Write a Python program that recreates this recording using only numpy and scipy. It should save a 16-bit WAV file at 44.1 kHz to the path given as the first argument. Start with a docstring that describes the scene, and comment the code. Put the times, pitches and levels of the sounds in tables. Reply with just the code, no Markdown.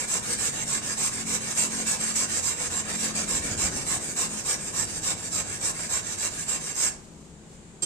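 """A long steel blade on a wet whetstone, close to a phone: about seven strokes a second, pushed and drawn.
Noise for the grit rasps on the stone and hisses through the blade's resonances; the blade is lifted, faint
noise dies away, and its tip touches down, ringing as decaying sines over a gritty scuff.
The yard walls answer with a short noise tail. Farther off a motorbike passes and engines drone as sines,
road rumble and open air are shaped noise, and a few dull bumps sit low under the scraping."""
import sys
import numpy as np
from scipy import signal
from scipy.fft import rfft, irfft, next_fast_len
from scipy.io import wavfile
from scipy.ndimage import map_coordinates

SR = 44100
rng = np.random.default_rng(int(sys.argv[2]) if len(sys.argv) > 2 else 0)


def store_wav(level_fs):
    """Save 16-bit WAV to argv[1]."""
    pcm = np.round(np.clip(np.atleast_2d(level_fs), -1, 1) * 32767)
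    wavfile.write(sys.argv[1], SR, pcm.T.astype(np.int16))


N = 346185  # samples

# The blade pushed, edge first, until the next draw: start_s, steel_hiss_db, stone_rasp_db,
# climb_db (pressure over the stroke), easing_db (of the hand halfway)
PUSH_STROKES = [(0.065, -26.5, -38, 4.0, -0.5), (0.368, -26.5, -37.0, 4, 1.0), (0.657, -27, -37.5, -1.5, 0),
                (0.954, -26, -37.5, 8, 0.5), (1.25, -27.5, -37.5, 5, 1), (1.55, -24, -35.5, -6.5, 0),
                (1.85, -26, -36, -5, 0.0), (2.139, -25.0, -36.5, -7, 0.0), (2.417, -26.5, -38, -4, -1.5),
                (2.689, -28.5, -38, 5, 0.5), (2.974, -28.5, -37.5, -7, -2), (3.26, -26.5, -37.0, 3, 1),
                (3.568, -25.0, -35.5, 2, -1), (3.851, -26.5, -36.5, 2, -0.5), (4.154, -25.5, -36.5, -1, -1),
                (4.441, -26.0, -36.5, 2.0, -1.0), (4.726, -26.5, -38, 2.5, -1.0),
                (5.015, -26.5, -37.5, 3, 0.0), (5.302, -27.5, -38.5, 3, -0.5), (5.593, -27.0, -38.5, 7, -1),
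                (5.885, -27.0, -37.5, -1.5, 0), (6.163, -28.0, -38.5, 10, 0), (6.458, -28.0, -38.5, 2, 0),
                (6.744, -24, -37.5, 5, -1)]
# The blade drawn back until the next push: start_s, steel_hiss_db, stone_rasp_db, climb_db, easing_db
DRAW_STROKES = [(-0.074, -30, -36.5, 1, -2.5), (0.201, -31.0, -39.0, 13, 1.5), (0.509, -32.0, -39, 4, 0.0),
                (0.804, -31.5, -38.5, 10, -0.5), (1.098, -33.0, -40.5, 0.5, 2),
                (1.389, -32.5, -39.5, 9, 1.5), (1.688, -31.0, -38.5, 1.5, 1.5),
                (1.98, -28.5, -37.5, 2, 1.0), (2.273, -28, -37, 6, 0.5), (2.553, -30.0, -38, 7.0, -2),
                (2.824, -33, -37.5, 16, -3), (3.13, -30, -37, 2.0, -0.5), (3.406, -31, -38, 0, 1.5),
                (3.7, -32.5, -40.5, 1.5, -2), (3.985, -33.5, -43.5, 4, 0.5), (4.279, -33.5, -43.5, 4, 1),
                (4.565, -35.0, -44.5, 8.0, 1.5), (4.856, -34.5, -43.5, 1, 1.5),
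                (5.144, -36.0, -45.5, 13.5, 1.5), (5.43, -35.0, -43, 10.0, 0.5),
                (5.722, -34.5, -42, 9.0, -1), (6.014, -33.5, -42.5, 12, 0), (6.291, -34.5, -44.0, 6, 1.5),
                (6.587, -34.0, -43.0, 5, -0.5)]
LIFT_S = 6.9  # the blade leaves the stone
# Shape of each direction: knee_speed (0-1), extra_rasp_climb_db
PUSH_CURVE = (0.51, 3.2)
DRAW_CURVE = (0.39, 0.89)
RASP_FOLLOWS = 0.51  # dB of rasp per dB of pressure
# Where the edge skates, then suddenly digs in; a row of zero swing does nothing and is skipped:
# at_s, pressure_swing_db (either way)
EDGE_DIGS = [(1.572, 1), (2.157, 2.5), (3.153, 4), (6.183, 0), (6.48, 2.3)]
DIG_ABRUPT_S, DIG_FADE_S = 0.002, 0.015
CATCH_AFTER_S, CATCH_DB = 0.016, 0.3  # every push also catches a little just after the turn
# Resonances of the blade on the stone: centre_hz, width_hz, left_db, right_db,
# draw_db (extra on the way back), likeness (left to right, 0-1), left_lead_rad
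BLADE_RESONANCES = [(1085, 247, 7.5, 3.5, -5, 0.13, 1.5), (1718, 460, 8.1, 6, 0.4, 0.44, 1),
                    (2293, 195, 7.5, 9.5, 0, 0.34, -1.1), (2760, 320, 8, 7, -2, 0.56, -4),
                    (3864, 560, 8.5, 10.5, -1.5, 0.4, 2.25), (4750, 260, 3.5, 8.0, 3, 0.4, -3),
                    (5510, 920, 3, 8, 1, 0.4, -2.5), (6370, 200, 1, 7.5, 5.5, 0.5, -1),
                    (6860, 380, -4, 7, -1, 0.06, 1), (7360, 327, 1.5, 8.5, 4, 0.52, -1.5),
                    (7670, 438, 2.5, 9, -5, 0.2, -0.4), (8264, 510, 8.5, 2.6, 4, 0.12, 1.5),
                    (8920, 300, -1, -1.4, -0.5, 0.67, -2.5), (9340, 180, 8.5, 5.5, 5, 0.82, 3)]
# Bare friction of grit on stone: freq_hz, density_db (per Hz)
FRICTION_SPECTRUM = [(60, -32.5), (220, -19), (400, -19.5), (540, -21), (660, -19), (1300, -23.5),
                     (3200, -26.5), (4400, -27.5), (6000, -21.5), (7500, -17), (8700, -18), (9500, -22.5),
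                     (10600, -27.5), (12900, -34.5), (14000, -36.5), (15300, -48.5)]
# The tip lands, catches and skids: at_s, ring_db, scuff_db
TIP_CATCHES = [(7.8214, -25.5, -33.5), (7.8272, -30, -33.5), (7.8331, -28.5, -34)]
# Ring of the free blade: pitch_hz, left_db, right_db, t60_s
FREE_BLADE_MODES = [(344, -18, -22, .2), (1930, -29, -31, .15), (2480, -29, -28, 0.13),
                    (3200, -17, -15, 0.22), (3924, -21, -16, .1), (4727, -21, -4, .05),
                    (5680, -21, -7, .06), (6476, -22, -11, .15), (7467, -12, 5.5, 0.11),
                    (8506, -3, -3, .18), (14130, -31, -31, .15)]
# The tip scraping the stone: freq_hz, density_db (per Hz)
SCUFF_SPECTRUM = [(100, -15), (350, -12), (1100, -11.5), (2100, -20.5), (3300, -19), (5500, -13),
                  (7500, -9), (9500, -15), (15000, -38.5)]
# Faint noise after the lift, a slow dying tail, then a brief swish: centre_s, half_length_s, level_db
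FAINT_SWELLS = [(7.052, 0.18, -55.5), (7.28, 0.086, -62), (7.53, .045, -56)]
# Decay of the walls' echo: freq_hz, t60_s
WALL_DECAY = [(200, 0.89), (2000, 0.35), (8000, 0.27), (15000, 0.16)]
ECHO_DB = -7
# The motorbike: mean firing rate, Doppler shift either way, moment and half-time of the glide
FIRING_HZ, DOPPLER_HZ, GLIDE_AT_S, GLIDE_S = 43.35, 0.92, 2.85, 0.85
# Its pass, before swells and panning: nearest_s, half_time_s, fifth_order_db
MOTORBIKE_PASS = (1.56, 2.4, -50.5)
# Its exhaust: order (multiple of the firing rate), level_db (relative to the fifth)
EXHAUST_ORDERS = [(2, -16), (3, -18), (4, -7), (5, 0), (6, -9), (7, -15), (8, -16), (9, -17)]
# Its note swells and sinks: centre_s, half_length_s, change_db
MOTORBIKE_SWELLS = [(0.1, 0.2, 2.5), (1.297, 0.15, 9), (1.55, 0.045, -4), (1.767, 0.18, 6),
                    (1.94, 0.033, -12), (2.06, 0.29, 4.5), (2.61, 0.13, -15), (3.113, 0.27, 10.5),
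                    (3.518, 0.07, 7.5), (4.317, 0.065, 10.5)]
# Far engines, before panning: start_s, end_s, pitch_hz, level_db
ENGINE_DRONES = [(-.1, 1.8, 118.3, -53), (.3, 2.9, 140.5, -59), (2.1, 2.95, 87.3, -51.5),
                 (4.5, 6.5, 99.5, -53.5), (4.1, 8, 66.5, -61)]
# Other traffic, heard only as rumble, before its trim and panning: nearest_s, half_time_s, level_db
RUMBLE_PASSES = [(0.55, 0.45, -45.5), (3.65, 0.35, -40), (5.1, 1, -45.5)]
# Road rumble: freq_hz, density_db (per Hz)
RUMBLE_SPECTRUM = [(20, -16.5), (45, -4), (90, -0.5), (170, -1), (280, -2), (450, -7), (900, -14.5),
                   (3000, -46)]
# Dull bumps, before panning: start_s, level_db, pitch_hz
BUMPS = [(3.335, -38, 48), (3.39, -34, 80), (3.44, -39, 60), (3.51, -34, 98), (3.564, -34, 90),
         (3.635, -33, 62), (3.642, -38, 184), (3.68, -33.5, 170), (3.73, -33, 126), (3.739, -36, 248)]
# Noise in the bumps: freq_hz, density_db (per Hz)
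BUMP_SPECTRUM = [(20, -19), (45, 5), (90, 2), (170, -6), (270, -4), (500, -19), (1500, -60)]
# Outdoor background: freq_hz, density_db (per Hz)
AIR_SPECTRUM = [(15, -42), (25, -10.5), (69, -14.5), (110, -19), (163, -4), (200, -14.5), (250, -25),
                (383, -17), (600, -27.5), (1500, -30), (3440, -34), (5720, -37), (7280, -25.5),
                (9770, -37.5), (13800, -64), (15000, -60)]
# How alike noise is at the two microphones: freq_hz, likeness (0-1)
MIC_LIKENESS = [(60, 1), (290, 0.89), (640, 0.7), (1400, 0.052), (3000, 0), (15000, 0.068)]
# Notches in the treble: centre_hz, width_hz, depth_db
TREBLE_NOTCHES = [(9920, 610, -29.5), (11100, 390, -23), (12350, 260, -6), (13450, 230, -1)]
TOP_HZ = 15450  # band limit


def grinding(rasp_knee=0.32, split_hz=3900, hiss_trim_db=0.24, detune=0.012, vary_db=1.3):
    """Each stroke speeds up and stops under the hand's pressure: stone rasp below split_hz, steel hiss above."""
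    sliding = shifting(stereo_noise(FRICTION_SPECTRUM), depth_db=3.4, patch_hz=130, patch_s=0.045)
    # single grains catch for under a millisecond; coarse grit makes the stone judder more slowly
    grain_db = 1.35 * wobble(1300) + 0.3 * wobble(90)
    grit = unit(sliding * amp(grain_db))
    judder = amp(0.9 * wobble(350))
    rows = strokes()
    # per stroke: (early, late) by (detune, level) by resonance
    chance = rng.standard_normal((len(rows), 2, 2, len(BLADE_RESONANCES)))
    out = np.zeros((2, N))
    for (start, end, drawn, hiss_db, rasp_db, climb_db, ease_db), lies in zip(rows, chance):
        knee, extra_climb_db = DRAW_CURVE if drawn else PUSH_CURVE
        span = np.arange(max(0, int(start * SR)), int(end * SR))
        t = span / SR
        done = (t - start) / (end - start)  # 0-1 through the stroke
        speed = np.sin(np.pi * done)
        easing_db = ease_db * np.cos(2 * np.pi * (2 * done - 1)) * speed
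        pressure_db = climb_db * (done - 0.5) - easing_db + digging(t)

        # the blade lies differently at the two ends of every stroke
        early, late = [
            filtered(grit[:, span], lambda hz: blade_colour(hz, drawn, detune * shift, vary_db * change))
            for shift, change in lies]
        travelled = np.sin(np.pi * done / 2) ** 2
        scrape = at_both_microphones(early + (late - early) * travelled)

        rasp = filtered(scrape, lambda hz: 1 / (1 + (hz / split_hz) ** 8))
        hiss = scrape - rasp
        hiss_gain = amp(hiss_db + hiss_trim_db + pressure_db) * bite(speed, knee)
        rasp_level_db = rasp_db + RASP_FOLLOWS * pressure_db + extra_climb_db * (done - 0.5)
        rasp_gain = amp(rasp_level_db) * bite(speed, rasp_knee)
        out[:, span] += hiss_gain * unit(hiss)
        out[:, span] += rasp_gain * unit(rasp * judder[span])
    return out


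def strokes():
    """Draw and push in turn: start_s, end_s, drawn, steel_hiss_db, stone_rasp_db, climb_db, easing_db."""
    rows = [row for pair in zip(DRAW_STROKES, PUSH_STROKES) for row in pair]
    ends = [row[0] for row in rows[1:]] + [LIFT_S]
    return [(start, end, k % 2 == 0, *levels)
            for k, ((start, *levels), end) in enumerate(zip(rows, ends))]


def bite(speed, knee, creep=0.28):
    """The grit cuts evenly once past the knee speed; at the turns the blade only creeps sideways."""
    cut = speed ** 2 * (1 + knee ** 2) / (speed ** 2 + knee ** 2)
    return np.hypot(creep, cut)


def digging(t):
    """Pressure in dB: it sags while the edge skates and jumps as it digs in."""
    digs = [(s, db) for s, db in EDGE_DIGS if db != 0]
    catches = [(start + CATCH_AFTER_S, CATCH_DB) for start, *_ in PUSH_STROKES]
    return sum(db * np.tanh((t - s) / DIG_ABRUPT_S) * np.exp(-np.abs(t - s) / DIG_FADE_S)
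               for s, db in digs + catches if t[0] < s < t[-1])


def shifting(x, depth_db, patch_hz, patch_s):
    """Narrow random peaks and dips that come and go in the scraping noise."""
    hz, t, z = signal.stft(x, SR, nperseg=1024)
    knots = rng.standard_normal((int(t[-1] / patch_s) + 4, int(hz[-1] / patch_hz) + 4))
    field = map_coordinates(knots, np.meshgrid(t / patch_s, hz / patch_hz), order=2)
    field = np.minimum(field, 1.2)  # peaks are limited
    return signal.istft(z * amp(depth_db * field), SR, nperseg=1024)[1][:, :N]


def blade_colour(hz, drawn, detune, change_db):
    """Left and right gain of the blade's resonances for one way of lying on the stone."""
    centre, width, left_db, right_db, draw_db, *_ = np.transpose(BLADE_RESONANCES)
    offset = hz - (centre * (1 + detune))[:, None]
    peaks = 1 / (1 + (offset / (width[:, None] / 2)) ** 2)
    heights_db = np.array([left_db, right_db]) + drawn * draw_db + change_db
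    return amp(heights_db @ peaks)


def at_both_microphones(x):
    """Each resonance reaches the two microphones partly as one wave, with its own phase between them."""
    centre, width, *_, likeness, lead = np.transpose(BLADE_RESONANCES)

    def shared(hz):
        near = np.exp(-((hz - centre[:, None]) / width[:, None]) ** 2)
        return (likeness * np.exp(-1j * lead)) @ near

    def own(hz):
        return np.sqrt(np.clip(1 - np.abs(shared(hz)) ** 2, 0, 1))

    right = filtered(x[0], shared) + filtered(x[1], own)
    return np.array([x[0], right])


def tip_touch(scuff_t60=0.071, attack=0.0008):
    """The tip lands and skids: every catch feeds the ring of the free blade and adds a gritty scuff."""
    out = np.zeros((2, N))
    scuff = unit(stereo_noise(SCUFF_SPECTRUM) * amp(1.5 * wobble(900)))
    phases = rng.uniform(0, 2 * np.pi, (len(FREE_BLADE_MODES), 2, 1))
    for s, ring_db, scuff_db in TIP_CATCHES:
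        first = int(s * SR)
        t = np.arange(N - first) / SR
        ring = np.zeros((2, N - first))
        for (hz, left_db, right_db, t60), phase in zip(FREE_BLADE_MODES, phases):
            fade = amp(np.array([[left_db], [right_db]]) - 60 * t / t60)
            ring += fade * np.sin(2 * np.pi * hz * (t + first / SR) + phase)
        skid = amp(scuff_db - 60 * t / scuff_t60) * scuff[:, first:]
        out[:, first:] += (1 - np.exp(-t / attack)) * (amp(ring_db) * ring + skid)
    return out


def faint_noise():
    """Faint noise after the lift: a slow dying tail, then a brief swish, from bell-shaped swells."""
    t = np.arange(N) / SR
    level = sum(amp(db) * np.exp(-((t - s) / half_s) ** 2) for s, half_s, db in FAINT_SWELLS)
    return level * unit(stereo_noise(SCUFF_SPECTRUM) * amp(2 * wobble(60)))


def yard(x):
    """The walls' answer: a half-second noise tail whose treble dies first."""
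    hz, t, z = signal.stft(rng.standard_normal((2, SR // 2)), SR, nperseg=256)
    decay = amp(-60 * t / along(WALL_DECAY, hz)[:, None])
    tail = signal.istft(z * decay, SR, nperseg=256)[1]
    return signal.fftconvolve(x, tail / np.linalg.norm(tail[0]), axes=1)[:, :N]


def traffic():
    """Distant motorbike, droning engines and road rumble, all to the left."""
    tones = motorbike() + drones()
    # the root of two makes the tone levels rms
    return panned(np.sqrt(2) * tones + road_rumble(), left_db=6.0)


def motorbike(smear=0.69):
    """Low exhaust orders follow a firing rate that glides down by Doppler; many paths scramble their phases."""
    t = np.arange(N) / SR
    firing_hz = FIRING_HZ - DOPPLER_HZ * np.tanh((t - GLIDE_AT_S) / GLIDE_S)
    turns = np.cumsum(firing_hz) / SR
    note = np.zeros(N)
    for order, db in EXHAUST_ORDERS:
        phase = 2 * np.pi * (order * turns + rng.random()) + smear * wobble(6)
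        note += amp(db + wobble(4.43)) * np.sin(phase)
    swell_db = sum(db * np.exp(-((t - s) / half_s) ** 2) for s, half_s, db in MOTORBIKE_SWELLS)
    return pass_by(t, *MOTORBIKE_PASS) * amp(swell_db) * note


def drones():
    """Far engines, each a single fluttering low tone that fades in and out over a quarter second."""
    t = np.arange(N) / SR
    out = np.zeros(N)
    for start, end, hz, db in ENGINE_DRONES:
        fade = np.clip(np.minimum(t - start, end - t) / 0.25, 0, 1)
        out += amp(db + 1.9 * wobble(8)) * fade * np.sin(2 * np.pi * hz * t)
    return out


def road_rumble(trim_db=-1.0):
    """Low noise under the summed power of vehicles driving past."""
    t = np.arange(N) / SR
    road = np.sqrt(sum(pass_by(t, *row) ** 2 for row in RUMBLE_PASSES))
    return amp(trim_db) * road * stereo_noise(RUMBLE_SPECTRUM)


def pass_by(t, nearest, half_s, db):
    """Gain of a source that drives past on a straight road: one over its distance."""
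    return amp(db) / np.hypot(1, (t - nearest) / half_s)


def thuds(rise=0.01, noise_db=-7):
    """Dull, low bumps under the scraping: a short sine with some noise, peaking after rise seconds."""
    out, low = np.zeros((2, N)), stereo_noise(BUMP_SPECTRUM)
    for s, db, hz in BUMPS:
        t = np.maximum(np.arange(N) / SR - s, 0)
        envelope = t / rise * np.exp(1 - t / rise)
        out += amp(db) * envelope * (np.sin(2 * np.pi * hz * t) + amp(noise_db) * low)
    return panned(out, left_db=3)


def open_air():
    """Steady outdoor background noise whose level sways slowly."""
    sway_db = 1.1 * wobble(4)
    return amp(-49.0 + sway_db) * stereo_noise(AIR_SPECTRUM)


def stereo_noise(spectrum):
    """Coloured noise of rms 1, alike at both microphones in the bass only."""
    def mid_and_side(hz):
        turn = np.arccos(np.clip(along(MIC_LIKENESS, hz), -1, 1)) / 2
        return amp(along(spectrum, hz)) * [np.cos(turn), np.sin(turn)]

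    mid, side = filtered(rng.standard_normal((2, N)), mid_and_side)
    return unit(np.array([mid + side, mid - side]))


def panned(x, left_db):
    """Louder on the left by left_db."""
    return x * amp([[left_db / 2], [-left_db / 2]])


def filtered(x, response):
    """x times a response of frequency."""
    n = x.shape[-1]
    m = next_fast_len(n + 2048, True)
    return irfft(rfft(x, m) * response(np.fft.rfftfreq(m, 1 / SR)), m)[..., :n]


def wobble(rate):
    """A smooth random curve, rate knots a second."""
    knots = rng.standard_normal(int(N * rate / SR) + 4)
    coarse = np.arange(0, N, 16)
    return np.interp(np.arange(N), coarse, map_coordinates(knots, [coarse * rate / SR]))


def along(points, hz):
    """(freq_hz, value) points read on a log frequency axis."""
    f, v = np.transpose(points)
    return np.interp(np.log(hz + 1), np.log(f + 1), v)


def unit(x):
    """Scaled to rms 1."""
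    return x / np.sqrt(np.mean(x ** 2) + 1e-20)


def amp(db):
    """Decibels to gain."""
    return 10 ** (np.asarray(db) / 20)


def scene():
    """The blade close by, its echo, faint noise after the lift, the road, low bumps and the open air."""
    blade = grinding() + tip_touch()
    echo = amp(ECHO_DB) * yard(blade)
    return blade + echo + faint_noise() + traffic() + thuds() + open_air()


def record(dry):
    """The treble is notched; nothing is kept above the band limit."""
    def response(hz):
        notch_db = sum(db * np.exp(-((hz - centre) / (width / 2)) ** 2) for centre, width, db in TREBLE_NOTCHES)
        return amp(notch_db) * (hz < TOP_HZ)

    return filtered(dry, response)


dry = scene()
out = record(dry)
store_wav(out)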